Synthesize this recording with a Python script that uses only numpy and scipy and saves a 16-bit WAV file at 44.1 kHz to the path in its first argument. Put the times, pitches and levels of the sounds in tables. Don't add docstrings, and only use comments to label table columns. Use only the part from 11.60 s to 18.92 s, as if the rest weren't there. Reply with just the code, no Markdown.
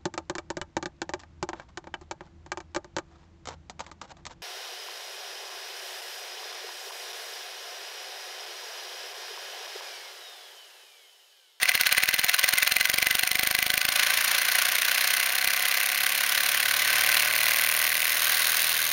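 import sys
import numpy as np
from scipy import signal
from scipy.fft import rfft, irfft
from scipy.io import wavfile
from scipy.ndimage import uniform_filter1d

SR = 44100
rng = np.random.default_rng(int(sys.argv[2]) if len(sys.argv) > 2 else 0)


def wav_out(sig):
    wavfile.write(sys.argv[1], SR, np.round(np.clip(np.atleast_2d(sig).T, -1, 1) * 32767).astype(np.int16))


N = 322812
TIME_S = np.arange(N) / SR

# (time [s], speed [turns/s])
CRANK_SPEED = [(0, 15.933), (.75, 20.343), (1.75, 25.214), (2.75, 29.084), (3, 29.87), (3.75, 32.844),
               (5.25, 36.751), (5.75, 38.416), (6.5, 39.784), (7.32, 40.568)]
START_TURN = 0.113
WORKING_SPEED = 38
CLEARS_S, CLEARING_S = 2.3, 0.04


def from_db(db):
    return 10 ** (np.asarray(db) / 20)


def columns_at(rows, where):
    first, *columns = np.transpose(rows)
    return [np.interp(where, first, column) for column in columns]


def in_time(rows):
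    return columns_at(rows, TIME_S)


def with_speed(working_db, slope_db):
    speed, = in_time(CRANK_SPEED)
    return working_db + slope_db * (speed - WORKING_SPEED)


def colour(x, spectrum):
    size = 4096
    hz, db = np.transpose(spectrum)
    bins_hz = np.linspace(1, SR / 2, size // 2 + 1)
    gain = from_db(np.interp(np.log(bins_hz), np.log(hz), db))
    cepstrum = irfft(np.log(gain))
    cepstrum[1:size // 2] *= 2
    cepstrum[size // 2 + 1:] = 0
    response = irfft(np.exp(rfft(cepstrum)))
    return signal.fftconvolve(x, response / np.linalg.norm(response))[:N]


def resonance(x, hz, width_hz):
    r = np.exp(-np.pi * width_hz / SR)
    feed = np.array([1, 0, -1]) * (1 - r * r) / 2
    feedback = [1, -2 * r * np.cos(2 * np.pi * hz / SR), r * r]
    return signal.lfilter(feed, feedback, x + 1e-18)


def fade(clicks, decay_s):
    return signal.lfilter([1], [1, -np.exp(-1 / (decay_s * SR))], clicks + 1e-18)


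def sputter(rough_db, grain_hz):
    spurts = np.clip(rng.standard_normal(N), -2, 2)
    swing = np.interp(np.arange(N) * grain_hz / SR, np.arange(N), spurts)
    x = rng.standard_normal(N) * from_db(rough_db * swing)
    return x / x.std()


def per_turn(turns, spread_db):
    strengths = from_db(spread_db * rng.standard_normal(size=400))
    return strengths[np.maximum(turns, 0).astype(int)]


def once_a_turn(turns, angle):
    passed = np.floor(turns - angle)
    return np.diff(passed, prepend=passed[0])


def exhaust(turns):
    # (crank angle [turns], level running clear [dB], level waterlogged [dB])
    chuff_flow = [(0, -10, -11), (.28, -33, -58), (.38, -19, -0.5), (.48, -14.5, 0.5), (.55, -4, 2.5),
                  (.63, 0, 1), (.72, 1, -14.5), (.8, -7.5, -15), (.88, -8, -32), (1, -12, -53)]
    spray_flow = [(0, -15, -21), (.3, -23, -25), (.37, -22, 2), (.49, -15, -14), (.56, -2.5, -1),
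                  (.635, -9.5, 9.5), (.68, 5.5, -8), (.74, -5.5, -13), (.82, -12, -7), (.92, -18, -31),
                  (1, -34, -25)]
    # (frequency [Hz], relative level per Hz [dB])
    chuff_colour = [(40, -38), (200, -30.5), (430, -23), (560, -9), (880, -15.5), (1100, -5), (1330, -6.5),
                    (1550, 1), (2700, 1), (4000, -2.5), (4900, -6), (6500, -5.5), (9000, -11), (16000, -32)]
    spray_colour = [(500, -54), (3000, -6.5), (6000, 0.5), (9000, 2), (11500, 8.5), (13200, 4), (14500, 6),
                    (15700, -15)]
    # (time [s], level [dB])
    chuff_level = [(0, -22), (2.25, -23), (2.36, -17.5), (2.6, -21.5), (4.5, -23), (4.9, -20.5), (5.6, -21),
                   (5.95, -25), (7.32, -26)]
    # (time [s], share [0-1])
    water_left = [(0, 0.71), (1.2, 0.8), (2.29, 0.43), (2.35, 0.37), (3.1, 0.01), (7.32, 0.3)]
    # (time [s], crank angle [turns])
    lateness = [(0, 0.0014), (1.3, -0.027), (2.29, -.005), (2.36, -0.0071), (3.1, -0.0046), (4.6, 0.025),
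                (5, 0.064), (5.9, 0.04), (7.32, 0.00021)]
    # (frequency [Hz], width [Hz], level [dB])
    port_tones = [(3800, 370, 1), (6450, 150, 2.5)]
    # (time [s], level [dB])
    port_drive = [(0, -49), (5.8, -44), (6.4, -20.5), (6.8, -17), (7.32, -14)]
    sizzle_hz, sizzle_width_hz = 15350, 1700
    spray_flooded_db, spray_clear_db = -34, -24
    (water,), (late,), (drive_db,) = in_time(water_left), in_time(lateness), in_time(port_drive)
    chuff_db, = in_time(chuff_level)

    def flow(table):
        clear, wet = columns_at(table, (turns - late) % 1)
        return from_db(clear + water * (wet - clear))

    chuff = sputter(rough_db=2.0, grain_hz=1300) * flow(chuff_flow) * per_turn(turns, spread_db=0.4)
    chuff = colour(chuff * from_db(chuff_db), chuff_colour)
    spray_db = np.interp(TIME_S, [CLEARS_S, CLEARS_S + CLEARING_S], [spray_flooded_db, spray_clear_db])
    spray = sputter(rough_db=1.5, grain_hz=979) * flow(spray_flow) * per_turn(turns, spread_db=0.84)
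    spray = colour(spray * from_db(spray_db), spray_colour)
    edge = rng.standard_normal(N) * flow(chuff_flow) * from_db(drive_db)
    whistle = sum(from_db(db) * resonance(edge, hz, width_hz) for hz, width_hz, db in port_tones)
    sizzle_db = with_speed(working_db=-16.5, slope_db=0.3)
    mist = sputter(rough_db=3.0, grain_hz=900) * flow(spray_flow) * from_db(sizzle_db)
    sizzle = resonance(mist, sizzle_hz, sizzle_width_hz)
    sizzle = resonance(sizzle, sizzle_hz, sizzle_width_hz)
    return chuff + spray + whistle + sizzle


def port_leak():
    # (time [s], level [dB])
    leak_level = [(0, -34), (.8, -36), (2.27, -37), (2.36, -29.5), (4.6, -32.5), (5.3, -29), (6.3, -33.5),
                  (6.8, -30.5)]
    # (frequency [Hz], relative level per Hz [dB])
    leak_colour = [(40, -30.5), (200, -29.5), (430, -22.5), (560, -14.5), (880, -15), (1100, -3),
                   (1330, -9), (1550, 0), (2600, -2), (3400, -6.5), (4800, -9), (6500, -11), (11000, -23.5),
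                   (16000, -20)]
    leak_db, = in_time(leak_level)
    return from_db(leak_db) * colour(sputter(rough_db=3.5, grain_hz=693), leak_colour)


def pressure_surges():
    surge_db, surges_per_s = 1.24, 7
    swing = np.interp(np.arange(N) * surges_per_s / SR, np.arange(N), rng.standard_normal(N))
    return from_db(surge_db * swing)


def shell(shaking):
    # (frequency [Hz], width [Hz], level added to the direct sound [dB])
    shell_modes = [(744, 32, 5), (1503, 85, -2.5), (2023, 31, 0), (4200, 120, -0.5), (8890, 380, 3),
                   (9770, 120, 0)]
    return sum(from_db(db) * resonance(shaking, hz, width_hz) for hz, width_hz, db in shell_modes)


def table_hum(turns):
    # (time [s], level [dB])
    hum_level = [(0, -85), (2.6, -75), (4.3, -73), (5.4, -65.5), (6.4, -69.5), (7.32, -66.5)]
    # (multiple of the crank speed, level [dB])
    hum_orders = [(2, 2.6), (3, .7), (4, -4), (5, -3), (6, -5), (7, 3.7), (8, 3), (9, -.4), (10, -.4),
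                  (11, 1), (12, 1.8)]
    # (frequency [Hz], level [dB])
    table_response = [(60, -10.6), (80, -.7), (95, -6.7), (112, 8.4), (135, 4), (160, 5.8), (190, 0),
                      (230, 2), (270, -2.4), (330, 2), (400, -3.3), (480, 1.7)]
    (speed,), (hum_db,) = in_time(CRANK_SPEED), in_time(hum_level)
    hum = np.zeros(N)
    for order, order_db in hum_orders:
        table_db, = columns_at(table_response, order * speed)
        phase = 2 * np.pi * (order * turns + rng.random())
        hum += from_db(hum_db + order_db + table_db) * np.sin(phase)
    return np.sqrt(2) * hum


def room_rumble():
    # (frequency [Hz], relative level per Hz [dB])
    rumble_colour = [(20, 13), (60, 19), (150, -15), (400, -21), (2000, -31)]
    return from_db(-83) * colour(rng.standard_normal(N), rumble_colour)


def room(x):
    t60_s, level_db = 0.25, -20
    t = np.arange(SR // 2) / SR
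    tail = rng.standard_normal(len(t)) * from_db(-60 * t / t60_s) * (t > 0.004)
    wet = signal.fftconvolve(x, tail / np.linalg.norm(tail))[:N]
    return from_db(level_db) * signal.sosfilt(signal.butter(2, 5000, fs=SR, output="sos"), wet)


def slugs_of_water(turns):
    weak_thumps = [.093, .695, .745, .794, .891, .984, 1.076, 1.254, 1.592, 1.675, 2.214]
    # (time [s], crack [dB], thump [dB])
    late_spits = [(3.845, -14, -44), (3.875, -10, -42), (4.466, -11, -50)]
    spit_turn, delay_per_s, draining_s = 0.611, 0.045, 1.5
    crack_db, crack_fade_db_per_s, thump_db = -4.5, 1.53, -35.5
    thump_loss_db, crack_gain_db = 22, 0.5
    faint_thump_db, faint_fade_db_per_s = -46, 8
    flooded = TIME_S < CLEARS_S
    angle = spit_turn + delay_per_s * np.clip(TIME_S - draining_s, 0, 2)
    shots = once_a_turn(turns, angle)
    weak = np.isin(np.floor(turns), np.floor(np.interp(weak_thumps, TIME_S, turns)))
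    fading_db = faint_thump_db - faint_fade_db_per_s * (TIME_S - CLEARS_S)
    weight_db = np.where(flooded, thump_db - thump_loss_db * weak, fading_db)
    snap_db = crack_db - crack_fade_db_per_s * TIME_S + crack_gain_db * weak
    cracks = shots * flooded * from_db(snap_db)
    thumps = shots * from_db(weight_db)
    for s, stray_crack_db, stray_thump_db in late_spits:
        at = int(s * SR)
        cracks[at], thumps[at] = from_db(stray_crack_db), from_db(stray_thump_db)
    return cracks, thumps


def spits(turns):
    # (frequency [Hz], relative level per Hz [dB])
    spit_colour = [(100, -38.5), (880, -18.5), (1300, -21), (1550, -3), (2400, 3.5), (3400, -7), (6300, -7),
                   (9200, -11), (10400, -11.5), (11600, -6), (13000, -15), (14500, 1), (16000, -21.5)]
    slugs, thumps = slugs_of_water(turns)
    burst = 0.64 * fade(slugs, decay_s=0.00092) + 0.11 * fade(slugs, decay_s=0.0058)
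    burst = uniform_filter1d(burst, size=28)
    pop = 6 * resonance(slugs, hz=2110, width_hz=610)
    low_pass = signal.butter(1, 550, fs=SR, output="sos")
    thump = 100 * signal.sosfilt(low_pass, thumps + 1e-18)
    crack = 0.84 * burst * rng.choice([-1, 1], N) - 1.14 * slugs
    return colour(crack, spit_colour) - pop - thump


def low_whirr(turns):
    # (crank angle [turns], level [dB])
    click_angles = [(.041, -6), (.72, -4.5), (.86, 2)]
    # (time [s], level [dB])
    click_level = [(0, -6.5), (2.6, -1), (4.8, -1.5), (5.7, 4.5), (7.32, -4.5)]
    # (frequency [Hz], width [Hz], level [dB])
    low_modes = [(516, 54, -1), (542, 69, 0.5), (600.6, 49, 1), (736, 37, 3), (1040, 71, -0.5),
                 (1177, 13, 6.5)]
    click_db, = in_time(click_level)
    clicks = np.zeros(N)
    for angle, db in click_angles:
        clicks += from_db(db) * once_a_turn(turns, angle) * per_turn(turns, spread_db=1.6)
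    clicks *= from_db(click_db)
    whirr = np.zeros(N)
    for k, (hz, width_hz, db) in enumerate(low_modes):
        whirr += (-1) ** k * from_db(db) * resonance(clicks, hz, width_hz)
    return whirr


def piston(turns):
    # (time [s], level [dB])
    knock_level = [(.15, -18), (.6, -26), (2.25, -32), (2.36, -28.5), (4.3, -21), (5.15, -31.5), (5.4, -19),
                   (6.45, -20.5), (6.95, -42)]
    # (frequency [Hz], relative level per Hz [dB])
    knock_colour = [(40, -48), (200, -30), (560, -29), (1100, -17), (1600, -14), (1950, 3), (2300, 2),
                    (2750, -0.5), (3300, -24), (4200, -17), (16000, -20)]
    inlet_colour = [(500, -28), (3000, 3), (6000, -1), (9000, -0.5), (11500, 0.5), (13200, -5), (14500, 9),
                    (15600, -7)]
    inlet_db = np.maximum(with_speed(working_db=-27.5, slope_db=1.5), -33)
    jets = once_a_turn(turns, angle=0.0033) * per_turn(turns, spread_db=0.4) * from_db(inlet_db)
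    puff = uniform_filter1d(fade(jets, decay_s=0.0024), size=48)
    hiss = 2.2 * puff * sputter(rough_db=1.0, grain_hz=1585)
    knock_db, = in_time(knock_level)
    strokes = once_a_turn(turns, angle=0.024) * from_db(knock_db) * per_turn(turns, spread_db=0.6)
    rattle = 0.22 * fade(strokes, decay_s=0.002) * rng.standard_normal(N)
    return colour(9.5 * strokes + rattle, knock_colour) + colour(hiss, inlet_colour)


def scene():
    speed, = in_time(CRANK_SPEED)
    turns = START_TURN + np.cumsum(speed) / SR
    steam = pressure_surges() * (exhaust(turns) + port_leak())
    water = spits(turns)
    engine = steam + water + piston(turns)
    shaking = engine + 1.23 * water
    engine = engine + shell(shaking)
    low_end = table_hum(turns) + low_whirr(turns)
    return (engine + room(engine) + low_end + room_rumble())[None]


def record(dry):
    cutoff_hz = 16000
    limited = dry / (1 + (dry / 0.68) ** 4) ** 0.25
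    heard = limited - 0.88 * resonance(limited, hz=7766, width_hz=2170)
    return signal.sosfilt(signal.ellip(12, 0.1, 85, cutoff_hz, fs=SR, output="sos"), heard)


dry = scene()
out = record(dry)
wav_out(out)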